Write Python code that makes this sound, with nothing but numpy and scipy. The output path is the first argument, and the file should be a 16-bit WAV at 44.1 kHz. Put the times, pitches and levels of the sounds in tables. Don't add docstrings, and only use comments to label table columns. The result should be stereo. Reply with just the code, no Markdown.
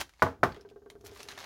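import sys
import numpy as np
from scipy import signal
from scipy.fft import irfft
from scipy.io import wavfile

SR = 44100
rng = np.random.default_rng(int(sys.argv[2]) if len(sys.argv) > 2 else 0)


def inscribe(sig):
    pcm = np.round(np.clip(np.atleast_2d(sig).T, -1, 1) * 32767)
    wavfile.write(sys.argv[1], SR, pcm.astype(np.int16))


N = 63945
T = np.arange(N) / SR


def from_db(db):
    return 10 ** (np.asarray(db) / 20)


def at_hz(points, hz):
    f, v = np.transpose(points)
    return np.interp(np.log(hz + 1e-9), np.log(f), v)


def in_time(rows, s):
    times, *columns = np.transpose(rows)
    return [np.interp(s, times, column) for column in columns]


def pan(left_db):
    return from_db(np.array([[.5], [-.5]]) * left_db)


def fade(t, t60):
    return np.exp(-np.log(1000) * t / t60)


def add(out, s, sound):
    i = max(int(s * SR), 0)
    part = out[:, i:i + sound.shape[-1]]
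    part += sound[..., :part.shape[-1]]


# frequency in Hz, likeness from 0 (unrelated) to 1 (same).
CHANNEL_LIKENESS = [(60, .95), (300, .85), (700, 0.52), (1400, 0.22), (3000, .25), (7000, 0), (15000, 0)]


def noise(spectrum, size, extra_db=lambda hz: 0):
    hz = np.fft.rfftfreq(size, 1 / SR)
    mid, side = np.exp(2j * np.pi * rng.random((2, len(hz))))
    alike = np.clip(at_hz(CHANNEL_LIKENESS, hz), -1, 1)
    both = np.sqrt(1 + alike) * mid + np.sqrt(1 - alike) * side * [[1], [-1]]
    gain = from_db(at_hz(spectrum, hz) + extra_db(hz))
    x = irfft(both * gain * (hz > 0), size)
    return x / np.sqrt(np.mean(x ** 2))


ROOM_T60_S, ROOM_DELAY_S = 0.25, 0.0036
EARLY_T60_S, EARLY_DB = 0.054, 17


def room(x):
    t = T[:SR // 3]
    decay = fade(t, ROOM_T60_S) + from_db(EARLY_DB) * fade(t, EARLY_T60_S)
    echo = rng.standard_normal((2, len(t))) * decay * (t > ROOM_DELAY_S)
    echo = echo / np.sqrt(np.sum(echo ** 2) / 2)
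    return signal.fftconvolve(x, echo, axes=1)[:, :N]


# time in seconds, level in dB before panning.
BRUSH_LEVEL = [(0, -48), (.05, -58), (.11, -72), (.16, -94), (.36, -63), (.46, -51), (.545, -52.5),
               (.58, -95), (1.02, -60), (1.07, -57), (1.13, -60), (1.27, -83), (1.45, -70)]
# frequency in Hz, relative level in dB.
BRUSH_SPECTRUM = [(25, -22.5), (55, 3), (95, 6), (160, -13.5), (350, -2.5), (800, -25.5), (2000, -43.5)]
# time in seconds, level in dB before panning.
SHIVER_LEVEL = [(.2, -82), (.24, -66.5), (.55, -60), (.9, -65.5), (1.45, -60)]
# frequency in Hz, relative level in dB.
SHIVER_SPECTRUM = [(30, -19.5), (60, 1.5), (150, -5.5), (240, -1.5), (350, -1.5), (500, -5), (800, -14),
                   (2000, -43)]
# frequency in Hz, relative level in dB.
QUIET_SPECTRUM = [(20, -17), (50, 8), (100, -6), (170, -14.5), (300, -26), (700, -20), (2000, -28.5),
                  (7000, -25.5), (7600, -36.5), (16000, -34.5)]
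QUIET_DB = -70


def background():
    brush = from_db(in_time(BRUSH_LEVEL, T)[0]) * noise(BRUSH_SPECTRUM, size=N)
    shiver = from_db(in_time(SHIVER_LEVEL, T)[0]) * noise(SHIVER_SPECTRUM, size=N)
    quiet = from_db(QUIET_DB) * noise(QUIET_SPECTRUM, size=N)
    return (brush + shiver + quiet) * pan(2.5)


# time in seconds, spot struck,
# contact pulse in dB, its pitch in Hz, then modes, dense ring, room tail and clatter in dB, all before panning.
KNOCKS = [(.2220, "first", -4, 1204, -27.5, -17, -22, -31.5),
          (.2640, "first", -43, 600, -41.5, -35, -42.5, -70),
          (0.4321, "second", -8, 1171, -30.5, -13.5, -23.5, -33.5)]
# frequency in Hz, t60 in seconds,
# relative level in dB when struck at the first spot, the same at the second spot.
BENCH_MODES = [(58.9, 0.45, -19, -9.5), (88, 0.31, -3, -5), (117.6, 0.13, -6, 3.5), (211, 0.11, -13.5, -2),
               (268.2, 0.28, -6.5, -15), (390, 0.14, 2.5, 8), (471.4, 0.23, -2.5, -11),
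               (645.2, 0.17, 2.5, -0.5), (707.6, .13, 0, 5), (851.5, 0.2, 0.5, -0.5), (979, 0.084, 6, -20),
               (1065, 0.11, 2, 7.5), (1155, 0.1, 6.5, 8), (1492, 0.057, 11, -7), (1860, 0.075, -19, -23.5),
               (2428, 0.08, -30, -10.5)]
# frequency in Hz, relative level in dB.
RING_SPECTRUM = [(20, -41), (45, -20), (100, 4), (300, -6.5), (700, 2.5), (1500, 3.5), (1900, 0.5),
                 (2700, -20.5), (4500, -22), (8000, -39), (16000, -40)]
TAIL_SPECTRUM = [(20, -35), (45, -11.5), (100, 2), (300, 4), (700, -1), (1400, 0), (2000, -11),
                 (2800, -17.5), (6300, -25), (8000, -32.5), (16000, -34.5)]
CLATTER_SPECTRUM = [(500, -24), (2500, 0), (5500, -0.5), (8000, -11.5), (12000, -7), (16000, -21.5)]
RING_T60_S = 0.074
TAIL_T60_S, TAIL_RISE_S = .23, 0.012
CLATTER_T60_S, CLATTER_DELAY_S = 0.059, .002
KNOCK_LEFT_DB, PULSE_LEFT_DB, RIGHT_LAG_S = 2.5, 7.5, .00003


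def contact_pulse(s, hz):
    arrival = s + np.array([[0], [RIGHT_LAG_S]])
    u = (np.pi * hz * (T - arrival)) ** 2
    return (2 * u - 1) * np.exp(-u)


def bench_modes(spot, t):
    total = 0
    for k, (hz, t60, first_db, second_db) in enumerate(BENCH_MODES):
        db = first_db if spot == "first" else second_db
        total = total + (-1) ** k * from_db(db) * np.sin(2 * np.pi * hz * t) * fade(t, t60)
    return total


def knocks():
    out, t = np.zeros((2, N)), T[:SR // 2]
    pulses = 0
    for s, spot, pulse_db, hz, modes_db, ring_db, tail_db, clatter_db in KNOCKS:
        pulses = pulses + from_db(pulse_db) * contact_pulse(s, hz)
        modes = from_db(modes_db) * bench_modes(spot, t)
        ring_onset = np.minimum(t * hz, 1)
        ring = from_db(ring_db) * noise(RING_SPECTRUM, size=len(t)) * fade(t, RING_T60_S) * ring_onset
        tail_shape = fade(t, TAIL_T60_S) * (1 - np.exp(-t / TAIL_RISE_S))
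        tail = from_db(tail_db) * noise(TAIL_SPECTRUM, size=len(t)) * tail_shape
        clatter = from_db(clatter_db) * noise(CLATTER_SPECTRUM, size=len(t)) * fade(t, CLATTER_T60_S)
        add(out, s, modes + ring + tail)
        add(out, s + CLATTER_DELAY_S, clatter)
    return out * pan(KNOCK_LEFT_DB) + pulses * pan(PULSE_LEFT_DB)


# time in seconds, level in dB before room and panning.
LANDINGS = [(.329, -53.5), (.566, -43), (.597, -48), (.650, -44.5), (0.713, -47.5), (.7605, -44.5),
            (.820, -51.5), (0.861, -45), (.917, -50.5), (.954, -46), (1.008, -52), (1.041, -46),
            (1.083, -48.5), (1.119, -45.5), (1.161, -59), (1.195, -48), (1.236, -51.5), (1.263, -49.5),
            (1.324, -51)]
# frequency in Hz, relative level in dB, t60 in seconds before choking.
HOLLOW_NOTE = [(396.2, -0.5, 0.29), (580, -30, .1), (684, -13, 0.097), (1560, -23, 0.078)]
# frequency in Hz, relative level in dB.
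TAP_SPECTRUM = [(100, -18.5), (300, 3), (700, -8.5), (1000, -5.5), (1600, -10), (2300, -28), (6000, -41.5)]
TAP_DB, TAP_T60_S = -10, .08
HOLD_S = 0.032
BEND, BEND_S = 0.21, 0.0047
ROCK_ROOM_DB, ROCK_LEFT_DB = -6, 1


def rocking():
    out, t = np.zeros((2, N)), T[:SR // 8]
    bent = t + BEND * BEND_S * (1 - np.exp(-t / BEND_S))
    note = 0
    for k, (hz, db, t60) in enumerate(HOLLOW_NOTE):
        clock = t if k else bent
        note = note - from_db(db) * np.sin(2 * np.pi * hz * clock) * fade(t, t60)
    choked = note / (1 + (t / HOLD_S) ** 10)
    for s, db in LANDINGS:
        tap = from_db(TAP_DB) * noise(TAP_SPECTRUM, size=len(t)) * fade(t, TAP_T60_S)
        add(out, s, from_db(db) * (tap + choked))
    return (out + from_db(ROCK_ROOM_DB) * room(out)) * pan(ROCK_LEFT_DB)


# frequency in Hz, relative level in dB.
FILM_SPECTRUM = [(60, -18), (300, -10), (800, 1.5), (2000, -2), (4000, -2.5), (6500, -6.5), (8000, -13),
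                 (12000, -15), (16000, -23.5)]
PEAK_DB, PEAK_WIDTH_OCT, LOW_CUT_DB_PER_OCT = 9.5, 0.12, 1.5
TREBLE_HZ = 6090


def snap(hz, treble_db, t60):
    def colour(f):
        octaves = np.log2(f / hz + 1e-9)
        peak = PEAK_DB / (1 + (octaves / PEAK_WIDTH_OCT) ** 2)
        tilt = treble_db * (f ** 2 - TREBLE_HZ ** 2) / (f ** 2 + TREBLE_HZ ** 2)
        return peak + tilt + LOW_CUT_DB_PER_OCT * np.minimum(octaves + 1, 0)
    crack = noise(FILM_SPECTRUM, size=1024, extra_db=colour)
    return crack * fade(T[:crack.shape[1]], t60)


# time in seconds, level in dB before room and panning, pitch in Hz,
# treble tilt in dB (up above the pivot, down below it), t60 in seconds.
SNAPS_AND_CLICK = [(.0074, -34.5, 1420, 12.5, 0.022), (0.0125, -27.5, 1610, -3, 0.024),
                   (.0170, -32, 1156, -17, 0.015), (0.0933, -49, 1630, -1.5, 0.026),
                   (.137, -56.5, 2260, -1.5, 0.023), (0.1962, -47, 1800, -11, 0.019),
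                   (0.5212, -42, 4500, -12.5, 0.021), (0.5458, -44, 3220, -17, 0.027),
                   (.563, -46.5, 2140, -8, 0.027), (0.6102, -49.5, 5400, -2, 0.02),
                   (0.6895, -54, 3500, -0.5, 0.018), (.700, -57, 2626, 3.5, .03),
                   (.9008, -40.5, 3640, 2, 0.018), (0.9016, -47.5, 2140, 3, 0.029),
                   (1.0107, -56, 5800, 5.5, 0.02), (1.061, -42, 5660, -10, 0.021),
                   (1.067, -38.5, 1000, 16, 0.014), (1.1618, -42.5, 1157, -17, 0.036),
                   (1.2023, -41, 2600, -4, .03), (1.2305, -36, 4750, 10, 0.0087),
                   (1.2308, -38, 2710, 1, 0.013), (1.241, -52, 2600, -10, .016),
                   (1.2867, -32, 3880, -1.5, 0.023), (1.306, -36.5, 1540, -18, .014),
                   (1.322, -42, 3130, -17, 0.019), (1.3778, -38.5, 3700, -3.5, 0.03),
                   (1.3801, -39.5, 1720, -6, 0.017), (1.389, -37, 3940, 4, 0.01),
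                   (1.403, -37.5, 4570, 4, 0.011), (1.411, -46, 4500, -7, 0.012),
                   (1.426, -52, 1500, -3, 0.0078), (1.443, -35.5, 2050, -1.5, 0.011)]
# time in seconds, base level of crackles and rustle in dB,
# treble tilt of the crackles in dB.
HANDLING = [(0, -34.5, -1), (.014, -36.5, 4), (.028, -78, -11), (.08, -74, 10), (.16, -71, 1),
            (.22, -58, 1), (.30, -102, -1.5), (.42, -91.5, -4), (.56, -61, -20), (.64, -75, -18),
            (.8, -87, 21), (1.035, -75.5, 13.5), (1.05, -52, 13), (1.10, -59, -6), (1.15, -57.5, 9),
            (1.205, -49.5, -1.5), (1.265, -59.5, 3), (1.31, -48, 0.5), (1.352, -53.5, -8),
            (1.40, -46.5, -7), (1.45, -46, -13)]
RUSTLE_DB, CRACKLE_DB = -6, -0.5
CRACKLES_PER_S, CRACKLE_SPREAD_DB, CRACKLE_T60_S = 380, 4, 0.014
CRACKLE_LOW_HZ, CRACKLE_HIGH_HZ = 746, 7100
FILM_ROOM_DB, FILM_LEFT_DB = -5.5, 3


def crackles(out):
    draws = rng.random((int(CRACKLES_PER_S * N / SR), 3))
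    for k, (when, size, facet) in enumerate(draws):
        s = (k + 2 * when - 1) / CRACKLES_PER_S
        handling_db, treble_db = in_time(HANDLING, s)
        hz = CRACKLE_LOW_HZ * (CRACKLE_HIGH_HZ / CRACKLE_LOW_HZ) ** facet
        strength_db = CRACKLE_SPREAD_DB * (-np.log(size + 0.03) - 0.5)
        db = handling_db + CRACKLE_DB + strength_db
        add(out, s, from_db(db) * snap(hz, treble_db, CRACKLE_T60_S))


def film_and_click():
    out = from_db(in_time(HANDLING, T)[0] + RUSTLE_DB) * noise(FILM_SPECTRUM, size=N)
    for s, db, hz, treble_db, t60 in SNAPS_AND_CLICK:
        add(out, s, from_db(db) * snap(hz, treble_db, t60))
    crackles(out)
    return (out + from_db(FILM_ROOM_DB) * room(out)) * pan(FILM_LEFT_DB)


def scene():
    return background() + knocks() + rocking() + film_and_click()


CUTOFF_HZ = 16000


def record(dry):
    low_pass = signal.ellip(10, .2, 80, CUTOFF_HZ, fs=SR, output="sos")
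    return signal.sosfilt(low_pass, np.clip(dry, -1, 1))


dry = scene()
out = record(dry)
inscribe(out)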